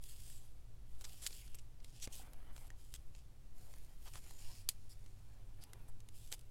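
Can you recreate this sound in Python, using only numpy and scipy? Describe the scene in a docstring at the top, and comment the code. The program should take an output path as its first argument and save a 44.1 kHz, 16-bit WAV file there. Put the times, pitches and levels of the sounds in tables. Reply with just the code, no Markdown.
"""Sliding paper hisses in fine grains close to the microphone: cut-outs glide over a table and into a clear pocket.
Each push shapes a shower of tiny random clicks over smooth noise; rubbing fingers are darker noise of the same kind.
Short noise bursts make scuffs and rustles, single ticks make crackles, damped sine waves make taps and sharp rings,
and gliding bands of noise colour some slides and scuffs. The pocket snaps once, as a noise crack with ringing tones.
A quiet room rumbles and hums underneath: shaped noise and two wavering tones."""
import sys
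import numpy as np
from scipy import signal
from scipy.fft import rfft, irfft
from scipy.io import wavfile
from scipy.ndimage import uniform_filter1d

SR = 44100
rng = np.random.default_rng(int(sys.argv[2]) if len(sys.argv) > 2 else 0)


def wrap_up_sound(samples):
    """Save the sound to the file named by the first command line argument, as 16-bit audio."""
    columns = np.atleast_2d(samples).T
    # keep every value between -1 and 1, then stretch to whole-number steps
    tamed = np.clip(columns, -1, 1)
    steps = np.round(tamed * 32767).astype(np.int16)
    wavfile.write(sys.argv[1], SR, steps)


N = 287001
TIME = np.arange(N) / SR  # seconds
HIT = 4096  # samples in one short sound


def undb(db):
    """Turn decibels into a gain."""
    return 10 ** (np.asarray(db) / 20)


def unit(x, length=None):
    """Scale to an average strength (rms) of 1, spreading the energy over the given number of samples."""
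    return x / np.sqrt(np.sum(x ** 2) / (length or x.size) + 1e-30)


def curves(table):
    """Draw straight lines between the rows of a time table, one value per sample."""
    times, *columns = np.transpose(table)
    return [np.interp(TIME, times, column) for column in columns]


def add(out, start_s, x):
    """Mix a short sound in at its start time."""
    first = max(int(start_s * SR), 0)
    out[first:first + len(x)] += x[:len(out) - first]


def bins(n):
    """List the frequencies in an n-point spectrum, in Hz."""
    return np.maximum(np.arange(n // 2 + 1) * SR / n, 1)


def slope(points, n):
    """Join (Hz, dB) points with straight lines into a gain over frequency."""
    hz, db = np.transpose(points)
    return undb(np.interp(np.log(bins(n)), np.log(hz), db))


def resonances(modes, n):
    """Add up a few broad resonances, each a hump in the gain over frequency."""
    f = bins(n)
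    power = 0
    for hz, width_hz, db in modes:
        detuning = (f * f - hz * hz) / (f * width_hz)
        power = power + undb(db) ** 2 / (1 + detuning ** 2)
    return np.sqrt(power)


def shape(x, gain):
    """Colour a sound by scaling each of its frequencies."""
    return irfft(rfft(x) * gain, len(x))


def strike(x, gain):
    """Colour a hit with no sound before its start, so that the attack stays sharp."""
    # folding the cepstrum forward gives the minimum-phase filter with this gain
    cepstrum = irfft(np.log(gain + 1e-9))
    cepstrum[1:len(x) // 2] *= 2
    cepstrum[len(x) // 2 + 1:] = 0
    return shape(x, np.exp(rfft(cepstrum)))


def walk(rate):
    """Wander smoothly at random with a spread near 1, drawing a new value rate times a second."""
    k = int(SR / rate)
    steps = np.repeat(rng.standard_normal(N // k + 1), k)
    smooth = uniform_filter1d(uniform_filter1d(steps, k), k)
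    return 1.3 * smooth[:N]


def grains(n, rate, spread_db, smooth):
    """Let fibres catch and let go: tiny clicks of unequal size, rate per second, over a smooth hiss."""
    sizes = undb(spread_db * np.minimum(rng.exponential(size=n), 4)) * rng.standard_normal(n)
    clicks = sizes * (rng.random(n) < rate / SR)
    return unit(clicks) + smooth * rng.standard_normal(n)


def flex(x, patchy_db, size=384, order=7):
    """Bend the paper as it moves, so that its colour shifts in patches some hundred Hz wide."""
    spectrum = signal.stft(x, nperseg=size)[2]
    patches = rng.standard_normal(spectrum.shape)
    for _ in range(2):
        patches = uniform_filter1d(patches, size=5, axis=0)  # across pitch
        patches = uniform_filter1d(patches, order, axis=1)  # across time
    return signal.istft(spectrum * undb(patchy_db * unit(patches)), nperseg=size)[1][:len(x)]


def paper_colour(body_db, edge_db):
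    """Colour a paper contact: pressing on the page adds body, a free edge adds top."""
    points = [(60, body_db - 36), (300, body_db + 3.0), (1000, body_db), (2700, 0), (6500, 0),
              (11000, edge_db), (16000, edge_db - 11.5)]
    return slope(points, HIT)


def ring(hz, t60, phase=0):
    """Ring one damped tone that falls by 60 dB in t60 seconds."""
    t = np.arange(HIT) / SR
    return np.sin(2 * np.pi * hz * t + phase) * np.exp(-np.log(1000) * t / t60)


def tick(body_db, edge_db, ring_db, ring_s=0.0024):
    """Buckle once with a tick, while the sheet around it shivers briefly as fading noise."""
    t = np.arange(HIT) / SR
    fade = np.exp(-t / ring_s) * (1 - np.exp(-t / 0.000055))
    push = undb(ring_db) * unit(rng.standard_normal(HIT) * fade, 0.82)
    push[0] += 1
    return unit(strike(push, paper_colour(body_db, edge_db)), SR // 250)


# the still room's noise: pitch_hz, level_db (dB per Hz)
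ROOM_NOISE = [(4, -55), (11, -61.5), (23, -70), (35, -75), (55, -77), (78, -87.5), (118, -82), (170, -97),
              (380, -103), (750, -109), (1600, -115), (4000, -117), (11000, -120), (16000, -125)]
# the lower hum, drifting over time: time_s, pitch_hz, level_db (main tone, before wavering)
LOWER_HUM = [(0, 54.76, -75), (.5, 55.3, -63), (1.3, 55.7, -64), (1.6, 56.1, -69), (2.9, 57.8, -63),
             (3.6, 63.2, -70), (4.4, 66, -90)]
# the higher hum, drifting over time: time_s, pitch_hz, level_db (main tone, before wavering)
HIGHER_HUM = [(3.8, 87, -93), (4.15, 89.5, -68), (4.7, 97.3, -63.5), (5.3, 99, -64.5), (6.0, 100, -65.5),
              (6.5, 101.2, -68)]


def room_tone():
    """Rumble and hiss as shaped noise, under two hums that waver in pitch and level, each with its octave."""
    air = shape(rng.standard_normal(N), slope(ROOM_NOISE, N)) * np.sqrt(SR / 2)
    for table, octave_db in ((LOWER_HUM, -7), (HIGHER_HUM, -19)):
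        hz, db = curves(table)
        phase = 2 * np.pi * np.cumsum(hz * (1 + 0.012 * walk(6))) / SR
        tone = np.sin(phase) + undb(octave_db) * np.sin(2 * phase)
        air = air + np.sqrt(2) * undb(db + 1.7 * walk(7.8)) * tone
    return air


def walls(x, wet_db=-23, t60=0.13):
    """Answer faintly from a small, well damped room: a fading noise tail that starts after 4 ms."""
    t = np.arange(SR // 3) / SR
    tail = rng.standard_normal(len(t)) * np.exp(-np.log(1000) * t / t60) * (t > .004)
    return x + undb(wet_db) * signal.fftconvolve(x, unit(tail, 1))[:N]


# short damped notes, for light taps and the ring inside a sharp crackle:
# start_s, pitch_hz, t60_s (time to fall 60 dB), level_db (before decay)
DAMPED_NOTES = [(1.2657, 2250, .012, -40), (1.2657, 7100, .004, -29), (2.0739, 60, .016, -32),
                (2.0745, 270, 0.021, -43), (2.075, 540, .02, -49), (2.075, 2110, 0.017, -50),
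                (2.197, 780, .035, -51), (2.7038, 1850, .016, -48), (5.7348, 2040, .02, -56),
                (6.326, 865, .034, -51)]


def damped_notes():
    """Ring short damped notes: light taps, and the ring inside a sharp crackle."""
    out = np.zeros(N)
    for start_s, hz, t60_s, db in DAMPED_NOTES:
        add(out, start_s, undb(db) * ring(hz, t60_s))
    return out


SNAP_S, SNAP_DB = 4.6893, -29  # start in seconds; level of crack and ring together, averaged over 4 ms
# notes of the taut pocket film: pitch_hz, t60_s (time to fall 60 dB), level_db (against each other)
FILM_NOTES = [(2710, 0.016, -19), (4290, 0.015, -1.5), (4820, 0.019, -3.5), (5930, .018, -11),
              (7040, 0.02, -3.5), (7700, 0.025, -5), (8240, 0.02, -6), (9700, 0.021, -3),
              (11700, 0.0094, 1), (12500, 0.011, -1), (13500, .014, -12)]


def snap(crack_db=-4, crack_s=0.005):
    """Flip the pocket film over: a crack of fading noise while the film rings in its own notes."""
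    out, t = np.zeros(N), np.arange(HIT) / SR
    film = 0
    for hz, t60_s, db in FILM_NOTES:
        film = film + undb(db) * ring(hz, t60_s, rng.uniform(0, 2 * np.pi))
    crack = strike(rng.standard_normal(HIT) * np.exp(-t / crack_s), paper_colour(body_db=-15, edge_db=2))
    both = unit(film) + undb(crack_db) * unit(crack)
    add(out, SNAP_S, undb(SNAP_DB) * unit(both, SR // 250))
    return out


# shiver after the tick of an ordinary crackle; the harder the buckle, the cleaner its tick
SHIVER_DB, ORDINARY_CRACKLE_DB, SHIVER_DB_PER_DB = 3, -56, -0.4
# single crackles of paper and film: start_s, level_db, body_db, edge_db (brightness)
CRACKLE_TICKS = [(0.039, -54, -22, 1), (0.3006, -57, -8, 3), (1.011, -54.5, -6, 1), (1.0962, -60, -4, -18),
                 (1.2653, -37.8, -19, -6), (1.2724, -43, -26, -2), (1.2748, -48, -20, 10),
                 (1.307, -56.5, -2, -12), (1.3285, -54, -14, -15), (1.478, -62, -10, -14),
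                 (1.5458, -55.5, -7, -17), (1.8027, -67, -5, -22), (1.8454, -55, -8, -4),
                 (2.0743, -51.5, 6, -8), (2.334, -57, 2, 6), (2.5643, -55, 5, -3), (2.5795, -58, 7, -7),
                 (2.7033, -58, -2, -8), (2.9402, -47, -13, 0), (3.1501, -60, -9, -15), (3.7386, -59, 4, -9),
                 (4.137, -56.5, -12, -12), (4.1562, -51, 9, -2), (4.309, -55.5, 8, 3),
                 (5.0621, -62.5, 2, -7), (5.6382, -53, -9, 6), (5.7334, -52.5, -1, -1.5),
                 (6.004, -61.5, -31, -7), (6.0879, -57, -8, -5), (6.326, -40, -11.5, -7),
                 (6.3928, -61, -19, 3), (6.4113, -64.5, -14, -3)]


def crackles():
    """Buckle paper and film as they are picked up and pressed, one tick at a time."""
    out = np.zeros(N)
    for start_s, db, body_db, edge_db in CRACKLE_TICKS:
        shiver_db = SHIVER_DB + SHIVER_DB_PER_DB * (db - ORDINARY_CRACKLE_DB)
        add(out, start_s, undb(db) * tick(body_db, edge_db, shiver_db))
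    return out


def swell(t, start, end):
    """Shape a noise burst that bites at once and lets go more gently."""
    place = (2 * t - start - end) / max(end - start, .005)  # -1 at start, 1 at end
    steepness = np.where(place < 0, 10, 3)
    return np.exp(-np.minimum(np.abs(place), 4) ** steepness)


# short noise bursts, for edge scuffs, the rustle in a crackle cluster and the shiver after the snap:
# start_s, end_s, level_db (before the swell), body_db, edge_db (brightness)
NOISE_BURSTS = [(1.011, 1.025, -58.5, 1, -6), (1.041, 1.055, -49.5, -6, -11),
                (1.217, 1.28, -52.5, -7.5, -2.5), (1.267, 1.277, -45, -20, -3),
                (1.547, 1.557, -56.5, 1, 11), (1.585, 1.599, -59.5, -17, -11),
                (2.021, 2.058, -49, -12, -4.5), (2.123, 2.152, -55.5, -20, -5),
                (2.946, 2.965, -54.5, -4, -1.5), (4.057, 4.092, -59, 7, -17), (4.135, 4.19, -58, 6, -2),
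                (4.695, 4.724, -62, -10, -4), (4.893, 4.94, -65.5, -12, 5), (5.613, 5.645, -65, -2, 1),
                (5.88, 5.902, -65.5, 12.5, 9), (6.315, 6.35, -50, -3, -1.5)]
# resonances that colour every burst: pitch_hz, width_hz, height_db
BURST_RESONANCES = [(830, 820, 0), (2200, 2400, -1.5), (3280, 550, 2.5), (5400, 2800, 1.5), (7830, 1000, 7),
                    (10200, 1700, 3.5), (13300, 2000, 4.5)]


def noise_bursts():
    """Burst into dense grains: edge scuffs, the rustle in a crackle cluster, the shiver after the snap."""
    out, t = np.zeros(N), np.arange(HIT) / SR
    for start_s, end_s, db, body_db, edge_db in NOISE_BURSTS:
        slips = flex(grains(HIT, rate=2800, spread_db=0.0, smooth=0.86), patchy_db=2.5)
        colour = paper_colour(body_db, edge_db) * resonances(BURST_RESONANCES, HIT)
        burst = unit(shape(slips, colour))
        early_s = start_s - .01  # leaves room for the onset
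        add(out, early_s, burst * swell(t + early_s, start_s, end_s) * undb(db))
    return out


# narrow bands of noise within slides and scuffs: start_s, end_s, first_hz, last_hz, level_db (at the middle)
GLIDING_BANDS = [(0.22, 0.43, 8900, 7300, -67), (1.319, 1.489, 3010, 2184, -71.5),
                 (1.439, 1.619, 3100, 2850, -73), (2.01, 2.06, 6200, 5700, -52),
                 (4.098, 4.655, 7050, 7100, -73), (4.408, 4.65, 5300, 4900, -68),
                 (4.885, 4.952, 5110, 4920, -68), (5.602, 5.659, 4700, 5000, -66)]


def gliding_bands(width_hz=380):
    """Glide narrow bands of noise in pitch within slides and scuffs: slow noise rides on a gliding tone."""
    out = np.zeros(N)
    low_pass = signal.butter(2, width_hz, fs=SR, output="sos")
    slow_noise = unit(signal.sosfilt(low_pass, rng.standard_normal(N)))
    for start_s, end_s, first_hz, last_hz, db in GLIDING_BANDS:
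        hz = np.interp(TIME, (start_s, end_s), (first_hz, last_hz))
        phase = 2 * np.pi * np.cumsum(hz) / SR
        arch = np.sin(np.pi * np.clip((TIME - start_s) / (end_s - start_s), 0, 1))
        out += undb(db) * np.sqrt(2) * slow_noise * np.sin(phase) * arch
    return out


# faint crinkles of a moving sheet: how many, how strong against its hiss, how unequal
CRINKLES_PER_S, CRINKLE_DB, CRINKLE_SPREAD_DB = 31, -3, 2


def crinkles(gain):
    """Buckle a moving sheet slightly at random moments, more strongly the harder it is pushed."""
    sizes = undb(CRINKLE_DB + CRINKLE_SPREAD_DB * np.clip(rng.standard_normal(N), -2, 2))
    pulses = gain * sizes * (rng.random(N) < CRINKLES_PER_S / SR)
    return signal.fftconvolve(pulses, tick(body_db=-6.5, edge_db=-6.5, ring_db=1))[:N]


def gesture(start, end, attack_s, release_s):
    """Move a hand: it gathers speed up to start, holds until end and dies away."""
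    rise = np.clip(1 + (TIME - start) / attack_s, 0, 1)
    return rise * np.exp(-np.clip((TIME - end) / release_s, 0, 20))


STROKE_ATTACK_S = 0.056
RUB_ATTACK_S, RUB_RELEASE_S, RESTING_HAND_DB = 0.17, 0.075, -86.5
SKIN_SIZZLE_DB = -9.5  # dry skin adds a little top, against the level of its rub
# pushes of a cut-out: up_to_speed_s, let_go_s, coast_s (fading time), hiss_db, sizzle_db (above the hiss)
PAPER_PUSHES = [(0.055, 0.115, 0.078, -66.5, 1), (0.108, 0.318, .115, -66, -.5),
                (0.897, 0.98, 0.049, -81, 0.5), (1.028, 1.089, .05, -68, -1),
                (1.125, 1.175, 0.05, -65.5, -1), (1.287, 1.369, 0.11, -63.5, -1.5),
                (1.863, 1.88, 0.041, -71.5, -6), (1.952, 1.98, .02, -68, -6), (2.04, 2.055, .008, -58, -7),
                (2.147, 2.195, .04, -62.3, -.5), (2.58, 2.677, 0.0073, -73.5, 2),
                (2.8, 2.974, 0.07, -75.5, -0.5), (3.177, 3.189, 0.033, -70.5, -9),
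                (3.586, 3.78, 0.23, -74, 1.5), (4.042, 4.2, .03, -71.5, 1), (4.257, 4.32, 0.057, -67.5, -3),
                (4.395, 4.601, 0.031, -65.5, -4), (4.668, 5.037, .5, -78, -5.5),
                (6.16, 6.27, 0.1, -69.5, -1)]
# fingertips dragging over the page: pressed_s, lifted_s, level_db
FINGER_RUBS = [(1.04, 1.33, -77), (2.158, 2.633, -69.5), (3.6, 3.92, -78.3), (4.266, 4.5, -73),
               (5.0, 5.553, -81), (5.644, 5.837, -71.5)]


def effort():
    """Turn hand movements into gains for hiss, sizzle and finger rub; overlaps add in power."""
    hiss, sizzle, finger = 0, 0, undb(RESTING_HAND_DB) ** 2
    for start_s, end_s, coast_s, db, sizzle_db in PAPER_PUSHES:
        push = undb(db) * gesture(start_s, end_s, STROKE_ATTACK_S, coast_s)
        hiss = hiss + push ** 2
        sizzle = sizzle + (undb(sizzle_db) * push) ** 2
    for start_s, end_s, db in FINGER_RUBS:
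        rub = undb(db) * gesture(start_s, end_s, RUB_ATTACK_S, RUB_RELEASE_S)
        finger = finger + rub ** 2
    sizzle = sizzle + finger * undb(SKIN_SIZZLE_DB) ** 2
    return np.sqrt([hiss, sizzle, finger])


POCKET_FROM_S, POCKET_TO_S = 3.4, 5.4
# resonances of a loose sheet, softened below: pitch_hz, width_hz, height_db
SHEET_RESONANCES = [(3220, 850, 1.5), (4860, 720, 1), (7700, 2300, -0.5), (10750, 1500, 3),
                    (12900, 1800, -3)]
# resonances of paper inside the pocket, softened below: pitch_hz, width_hz, height_db
POCKET_RESONANCES = [(2730, 1300, -1.5), (4360, 470, 2), (5300, 800, -1.5), (7040, 750, -0.5),
                     (9450, 1000, 0), (11600, 2400, 3)]
# colour of fingertips on the page: pitch_hz, level_db (against each other)
FINGER_COLOUR = [(100, -12), (260, 3.5), (480, -1.5), (760, 2.5), (1100, -4.5), (1600, -6.5), (3000, -10),
                 (8000, -40)]


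def sliding():
    """Glide paper over the table and into the pocket as grainy friction noise, with fingertips rubbing."""
    hiss_gain, sizzle_gain, finger_gain = effort()
    inside = uniform_filter1d(1. * ((TIME > POCKET_FROM_S) & (TIME < POCKET_TO_S)), SR // 10)
    low = 1 / np.sqrt(1 + (bins(N) / 8500) ** 20)  # hiss below 8500 Hz, sizzle above
    high = np.sqrt(1 - low ** 2)
    stiff = 1 / np.sqrt(1 + (1200 / bins(N)) ** 4)  # thin paper radiates little bass
    paper = 0
    for modes, share in ((SHEET_RESONANCES, 1 - inside), (POCKET_RESONANCES, inside)):
        friction = grains(N, rate=1500, spread_db=2.5, smooth=1.0)
        friction = flex(friction, patchy_db=1.76, size=640, order=7)
        friction = shape(friction, resonances(modes, N) ** 0.84 * stiff)  # the power softens the peaks
        hiss = unit(shape(friction, low))
        sizzle = unit(shape(friction, high))
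        paper = paper + share * (hiss_gain * hiss + sizzle_gain * sizzle)
    skin = flex(grains(N, rate=600, spread_db=2.0, smooth=1.0), patchy_db=3.5, size=1536, order=3)
    finger = unit(shape(skin, slope(FINGER_COLOUR, N)))
    # both flutter quickly and irregularly in level
    paper = paper * undb(1.2 * walk(70))
    finger = finger * finger_gain * undb(2.2 * walk(40))
    return paper + finger + crinkles(hiss_gain)


def scene():
    """Lay the hands' work, with its faint echo, over the room tone."""
    hands = sliding() + gliding_bands() + noise_bursts() + crackles() + damped_notes() + snap()
    return (walls(hands) + room_tone())[None]


TOP_HZ = 16150


def record(dry):
    """Cut the top steeply above TOP_HZ, as the recorder does."""
    top_cut = signal.ellip(10, .2, 70, TOP_HZ, fs=SR, output="sos")
    return signal.sosfilt(top_cut, dry)


dry = scene()
out = record(dry)
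wrap_up_sound(out)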